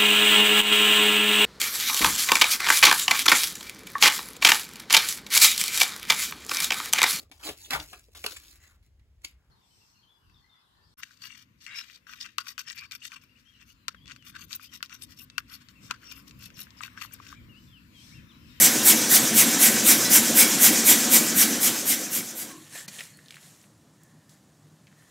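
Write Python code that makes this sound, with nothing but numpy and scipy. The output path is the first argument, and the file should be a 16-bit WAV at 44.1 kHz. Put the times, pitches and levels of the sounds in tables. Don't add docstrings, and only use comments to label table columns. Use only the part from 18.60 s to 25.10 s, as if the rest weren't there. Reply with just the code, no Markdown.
import sys
import numpy as np
from scipy import signal
from scipy.fft import rfft, irfft, next_fast_len
from scipy.io import wavfile
from scipy.ndimage import uniform_filter1d

SR = 44100
rng = np.random.default_rng(int(sys.argv[2]) if len(sys.argv) > 2 else 0)


def gain_from_decibels(decibels):
    exponent = np.asarray(decibels, float) / 20
    return 10 ** exponent


def output_pcm(signal):
    pcm = np.clip(np.atleast_2d(signal).T, -1, 1) * 32767
    wavfile.write(sys.argv[1], SR, np.round(pcm).astype(np.int16))


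N = 286650


def jet(t):
    rise_s = 0.037
    stroke_db = stroke(t, rise_s, hold_s=0.013, fall_db_per_s=331, bend=2.5)
    leak_db = -15.5 + stroke(t, rise_s, hold_s=0.1, fall_db_per_s=400)
    return gain_from_decibels(2 * np.maximum(stroke_db, np.where(t > 0, leak_db, -90)))


def breath(t):
    return gain_from_decibels(2 * stroke(t - 0.12, rise_s=0.024, hold_s=0.032, fall_db_per_s=331))


# start_s, jet_db, breath_db, thump_db
PUFFS = [(-.208, -3.5, -4, 0.), (0.042, 0.5, -1.5, 1), (.291, 1, -2, 1.5), (0.546, 0, -2, -1.5),
         (.796, 0.5, 0, -5.5), (1.046, 1, -0.5, -1.5), (1.297, 1, 0, 2), (1.55, 1, 0.5, 1),
         (1.802, 1.5, -0.5, -1), (2.05, 2, 1, 2.5), (2.3, 1.5, -1, -2.5), (2.552, 1, 0, -4.5),
         (2.807, 1, 0., 2.5), (3.056, 1, 1, 1.5), (3.308, 2.5, 1.5, -10), (3.56, 2.5, 3.5, 2),
         (3.803, -0.5, -14, -14)]
# pitch_hz, level_db (per Hz)
JET_SPECTRUM = [(410, -44.5), (700, -15), (1390, -14.5), (2240, -5), (2490, -9), (2940, -8), (3180, -7),
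                (3910, -7.5), (4390, -9.5), (5200, -5), (7560, -1.5), (10600, -2.5), (11900, 0.5),
                (15400, -5.5)]
BREATH_SPECTRUM = [(1470, -38.5), (2500, -6), (3310, -21), (3950, -22), (5030, -2), (5860, -1), (7360, 0),
                   (8700, -4.5), (9390, -6), (10900, -7), (13700, -6), (15400, -16)]
HISS_SPECTRUM = [(530, -35.5), (900, -5), (1360, -11.5), (1790, -0.5), (1900, -5.5), (2720, -6.5),
                 (3330, -3), (4810, -5.5), (5950, -0.5), (7290, -2.5), (9240, -6.5), (13700, -15.5),
                 (15400, -13)]


def burner():
    jet_db, breath_db, hiss_db = -9, -22, -24
    t, hz = frame_grid(size=512)
    lag_s = 0.009 * np.clip(np.log2(12000 / (hz + 1)), 0, 1.2)
    jets = sum(gain_from_decibels(2 * db) * jet(t - lag_s - s) for s, db, _, _ in PUFFS)
    breaths = sum(gain_from_decibels(2 * db) * breath(t - s) for s, _, db, _ in PUFFS)
    flutter = gain_from_decibels(0.9 * evened(uniform_filter1d(rng.standard_normal(len(t)), size=4)))
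    power = gain_from_decibels(2 * jet_db) * unit_power(JET_SPECTRUM, hz) * jets * flutter
    power = power + gain_from_decibels(2 * breath_db) * unit_power(BREATH_SPECTRUM, hz) * breaths
    power = power + gain_from_decibels(2 * hiss_db) * unit_power(HISS_SPECTRUM, hz)
    return noise(power, patchy_db=1.6, size=512)


# pitch_hz, level_db (per Hz)
ROAR_SPECTRUM = [(35, -62.5), (60, -41.5), (107, -19), (176, -7), (222, -0.5), (319, -2.5), (417, -9.5),
                 (518, -7.5), (569, -10), (725, -13.5), (829, -22), (1190, -17.5), (1500, -16), (1950, -43),
                 (3300, -120)]
# time_s, level_db
FADE = [(0, 4), (2.45, 3.5), (2.8, 1), (3.05, -1), (3.3, -4.5), (3.549, -9), (3.7, -13.5), (3.8, -15.5),
        (3.92, -15), (4.02, -48), (4.12, -67), (6.5, -97)]


def fire_box(fade):
    thump_db, catch_s, thump_hz, thump_t60_s = -19, 0.036, 225, 0.11
    t, hz = frame_grid(size=2048)
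    thump = ring([(thump_hz, 0, thump_t60_s), (1.4 * thump_hz, -5, thump_t60_s)], swell_s=0.023)
    thumps = np.zeros(N)
    for s, _, _, db in PUFFS[1:]:
        add(thumps, s + catch_s, gain_from_decibels(thump_db + db) * thump)
    choke_db = sum(-0.5 * bell(t - s, 0.025) for s, *_ in PUFFS)
    flare_db = sum(2 * bell(t - s - 0.044, 0.03) for s, *_ in PUFFS)
    flame_db = 4.5 - 33 + 0.93 * np.interp(t, *np.transpose(FADE)) + choke_db + flare_db
    bass_cut = 1 + (95 / (hz + 1)) ** 8
    roar = noise(unit_power(ROAR_SPECTRUM, hz) * gain_from_decibels(2 * flame_db) / bass_cut, patchy_db=1.8, size=2048)
    return roar + fade * thumps


# pitch_hz, width_hz, lift_db
TUBE = [(121.3, 6.9, 9), (230, 30, 5), (316, 20, 3), (520, 27, 3), (750, 66, 4.5), (1300, 28, 5),
        (1532, 75, 6), (1963, 50, 5.5), (2280, 75, 3.5), (3680, 40, -1), (5920, 150, 3), (7450, 250, 2),
        (11700, 200, 0.5)]
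# start_s, level_db, swell_s
CLINK = (1.449, -18., .008)
# pitch_hz, level_db, t60_s
RUNG_MODES = [(1500, -12., .1), (1950, -13., .15), (4011, -4., .09), (4800, -8., .07), (5180, -3., .06),
              (5330, -3., .11), (6358, -8., .06)]


def forge():
    ceiling, bend = 0.7, 0.055
    fade = gain_from_decibels(np.interp(np.arange(N) / SR, *np.transpose(FADE)))
    gas = burner()
    gas = colour(gas + gain_from_decibels(-12) * room(gas), TUBE)
    start_s, level_db, swell_s = CLINK
    add(gas, start_s, gain_from_decibels(level_db) * ring(RUNG_MODES, swell_s))
    gas = ceiling * np.tanh(gas / ceiling)
    return fade * (gas + bend * gas ** 2) + colour(fire_box(fade), TUBE)


# start_s (full pressure), hold_s,
# release_db_per_s, hiss_db, bar_db
DRAGS = [(3.95, 0.13, 150, -52, -67), (4.157, 0.037, 170, -40, -46.5), (4.34, .04, 147, -44, -54),
         (4.388, .005, 110, -42.5, -53), (4.54, .24, 97, -61.5, -66), (4.743, .03, 150, -57, -70),
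         (4.823, .035, 57, -52.5, -72), (5.41, .1, 60, -68.5, -69), (5.6, .17, 120, -72, -74),
         (5.715, .01, 110, -62, -76), (6.39, .12, 100, -63.5, -67)]
# pitch_hz, level_db (per Hz)
GRIT_SPECTRUM = [(240, -43.5), (400, -14), (495, -13.5), (820, -18.5), (1260, -14.5), (1790, -10.5),
                 (2500, -13.5), (4200, -10), (4900, -13.5), (7070, -7.5), (8230, -10), (11700, -13.5),
                 (15400, -23)]


def scrape():
    bar_hz, bar_width_hz, rise_s, damping = 1790, 190, 0.029, 1.3
    t, hz = np.arange(N) / SR, frame_grid(size=512)[1]
    grit = gain_from_decibels(evened(uniform_filter1d(rng.standard_normal(N), size=60)))
    steady = unit_power(GRIT_SPECTRUM, hz) * np.ones(4 * N // 512 + 5)
    hiss = evened(grit * noise(steady, patchy_db=1.6, size=512))
    bar = resonate(grit * rng.standard_normal(N), bar_hz, bar_width_hz)
    bar = evened(resonate(bar, bar_hz, 2 * bar_width_hz))
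    rub_db = np.max([db + stroke(t - s, rise_s, hold, fall) for s, hold, fall, db, _ in DRAGS], axis=0)
    sing_db = np.max([db + stroke(t - s, rise_s / damping, hold, damping * fall)
                      for s, hold, fall, _, db in DRAGS], axis=0)
    return hiss * gain_from_decibels(np.maximum(rub_db, -69.5)) + bar * gain_from_decibels(np.maximum(sing_db, -80.5) - 0.5)


# start_s, peak_db, pitch_hz
TICKS = [(4.1553, -32, 1740), (4.3904, -28, 2400), (4.4056, -25, 2300), (4.4364, -33, 7150),
         (4.4524, -35, 6820), (4.5714, -39, 8900), (4.5883, -42, 1900), (4.659, -41, 3600),
         (4.683, -34.5, 3710), (4.706, -31, 2310), (4.7224, -37, 2450), (4.742, -35, 2420),
         (4.7564, -37, 2660), (4.7672, -36, 1830), (4.778, -44, 1780), (5.014, -45, 4770),
         (5.0274, -46, 7870), (5.039, -50, 1870), (5.4331, -42, 7970), (5.693, -44, 4500),
         (6.269, -45, 2430), (6.277, -49, 2000), (6.3144, -54, 1700), (6.325, -50, 1700),
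         (6.423, -48.5, 1820)]
# start_s, peak_db, pitch_hz, t60_s,
# ring_cycles
BLOWS = [(4.7075, -33., 5000, .04, .7), (4.690, -44., 3000, .02, .7), (4.386, -34., 2800, .12, 1.3),
         (4.395, -31., 2600, .1, 1.4), (4.153, -40., 560, .08, 1.3), (5.694, -43., 5500, .25, .7),
         (4.7566, -38., 6500, .02, .7), (4.7425, -42., 7500, .02, .8), (3.912, -38., 2600, .05, .8)]


def ticks():
    out, t = np.zeros(N), np.arange(4096) / SR
    blows = [(*row, 0.032, 1) for row in TICKS] + list(BLOWS)
    for s, db, hz, t60, cycles in blows:
        blow = rng.standard_normal(4096) * (gain_from_decibels(-60 * t / 0.0024) + 0.32 * gain_from_decibels(-60 * t / t60))
        body = resonate(resonate(blow, hz, hz / cycles), hz, hz / cycles)
        bright = resonate(resonate(blow, 1.4 * hz, 2 * hz), 3.2 * hz, 2 * hz)
        high_pass = signal.butter(4, 0.65 * hz, "high", fs=SR)
        snap = signal.lfilter(*high_pass, body + 0.092 * bright)
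        add(out, s + 0.00095, gain_from_decibels(db) * snap / abs(snap).max())
    return out


# start_s, level_db, crack_t60_s
KNOCK = (4.279, -30.5, .07)
# pitch_hz, level_db, t60_s
WRENCH_MODES = [(192, 1.5, 0.052), (1440, -15, .08), (2000, -1, 0.063), (2420, -2, 0.064), (4240, 0, .05),
                (4500, -3, .05), (5636, -1, .05), (5900, -3, .05), (6363, -8, .065), (8958, -8, .045)]


def knock():
    out, t = np.zeros(N), np.arange(4096) / SR
    start_s, level_db, crack_t60_s = KNOCK
    crack = rng.standard_normal(4096) * (1 - np.exp(-t / 0.0018)) * gain_from_decibels(-60 * t / crack_t60_s)
    crack = resonate(resonate(crack, 5800, 8600), 5800, 8200)
    add(out, start_s, gain_from_decibels(level_db - 8) * (ring(WRENCH_MODES, 0.002)[:4096] + 1.5 * crack))
    return out


# start_s, end_s, pitch_hz, width_hz, level_db
SQUEAKS = [
    (3.88, 3.97, 1090, 60, -52.),
    (3.95, 4.02, 1060, 50, -57.),
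    (3.83, 4.05, 305, 35, -50.),
    (4.527, 4.578, 4330, 50, -61.),
]


def squeaks():
    out = np.zeros(N)
    for start, end, hz, width, db in SQUEAKS:
        length = round((end - start) * SR)
        waver, flutter = uniform_filter1d(rng.standard_normal((2, length)), size=300)
        phase = 2 * np.pi * np.cumsum(hz + width * evened(waver)) / SR
        tone = np.sin(phase) * gain_from_decibels(3.1 * evened(flutter))
        add(out, start, gain_from_decibels(db) * evened(tone) * signal.windows.tukey(length, 0.6))
    return out


# pitch_hz, level_db (per Hz)
SHOP_SPECTRUM = [(35, -49.5), (60, -26), (120, -7.5), (152, -5), (215, -11.5), (305, -13.5), (384, -21.5),
                 (611, -21), (928, -26), (1020, -24.5), (2520, -35.5), (6830, -33.5), (12500, -46.5),
                 (15400, -46)]
# pitch_hz, width_hz, lift_db
HUMS = [(105, 13, 3.5), (151, 11, 6), (128, 12, -4.), (192, 12, 2.5), (299.6, 25, 2.)]


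def shop():
    t, hz = frame_grid(size=2048)
    power = gain_from_decibels(2 * -52.5) * unit_power(SHOP_SPECTRUM, hz) * np.ones(len(t))
    return colour(noise(power, patchy_db=0.97, size=2048), HUMS)


# pitch_hz, t60_s
ROOM_DECAY = [(200, 1), (2000, 0.56), (8000, .3), (16000, .15)]


def room(x):
    hz, t, z = signal.stft(rng.standard_normal(SR // 2), SR, nperseg=256)
    decay = gain_from_decibels(-60 * t / read(ROOM_DECAY, hz)[:, None])
    tail = signal.istft(z * decay, SR, nperseg=256)[1]
    return signal.fftconvolve(x, np.r_[np.zeros(150), tail / np.linalg.norm(tail)])[:N]


def stroke(t, rise_s, hold_s, fall_db_per_s, bend=1):
    return -6 * (np.maximum(-t, 0) / rise_s) ** bend - fall_db_per_s * np.maximum(t - hold_s, 0)


def bell(t, width_s):
    return np.exp(-(t / width_s) ** 2)


def evened(x):
    return x / np.sqrt(np.mean(x ** 2) + 1e-20)


def read(points, hz):
    f, value = np.transpose(points)
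    return np.interp(np.log(hz + 1), np.log(f + 1), value)


def add(mix, s, sound):
    part = mix[round(s * SR):][:len(sound)]
    part += sound[:len(part)]


def frame_grid(size):
    return np.arange(4 * N // size + 5) * size / 4 / SR, np.fft.rfftfreq(size, 1 / SR)[:, None]


def unit_power(points, hz):
    power = gain_from_decibels(2 * read(points, hz))
    return power / (3 * power.sum())


def noise(power, patchy_db, size):
    a, b, patches = rng.standard_normal((*power.T.shape, 3)).T
    patches = uniform_filter1d(patches, size=size // 64, axis=0)
    patches = evened(uniform_filter1d(patches, size=6144 // size, axis=1))
    z = (a + 1j * b) * np.sqrt(power) * gain_from_decibels(patchy_db * patches)
    return signal.istft(z, nperseg=size, noverlap=size - size // 4)[1][:N]


def colour(x, lifts):
    size = next_fast_len(N + SR // 4)
    hz = np.fft.rfftfreq(size, 1 / SR)
    lift_db = sum(db / (1 + (2 * (hz - f) / width) ** 2) for f, width, db in lifts)
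    return irfft(rfft(x, size) * gain_from_decibels(lift_db), size)[:N]


def resonate(x, hz, width_hz):
    turn = np.exp(2j * np.pi * hz * np.arange(len(x)) / SR)
    r = np.exp(-np.pi * width_hz / SR)
    return 2 * (turn * signal.lfilter([1 - r], [1, -r], x / turn)).real


def ring(modes, swell_s):
    t = np.arange(SR // 2) / SR
    tones = sum(gain_from_decibels(db - 60 * t / t60) * np.sin(2 * np.pi * hz * t) for hz, db, t60 in modes)
    return (1 - np.exp(-t / swell_s)) * tones


def scene():
    hits = ticks() + knock() + squeaks()
    corner = scrape() + hits + gain_from_decibels(-12.5) * room(hits) + shop()
    bass_cut = signal.butter(4, 55, "high", fs=SR, output="sos")
    mono = forge() + signal.sosfilt(bass_cut, corner)
    return np.array([mono, mono])


def low_pass(x):
    return signal.sosfilt(signal.butter(12, 17010, fs=SR, output="sos"), x)


# start_s, end_s, above_hz, level_db
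HUSH = (4.2655, 4.2765, 2800, -30.)


def record(dry):
    start, end, hz, db = HUSH
    level = signal.sosfilt(signal.butter(1, 12, "high", fs=SR, output="sos"), dry)
    treble = signal.sosfiltfilt(signal.butter(2, hz, "high", fs=SR, output="sos"), level)
    hush = np.interp(np.arange(N) / SR, [start - 0.004, start, end, end + 0.001], [0, 1, 1, 0])
    level = level - hush * (1 - gain_from_decibels(db)) * treble
    band_limit = signal.firwin(511, 15750, window=("kaiser", 9), fs=SR)
    mix = signal.oaconvolve(level, band_limit[None], "same")
    return low_pass(mix)


dry = scene()
out = record(dry)
output_pcm(out)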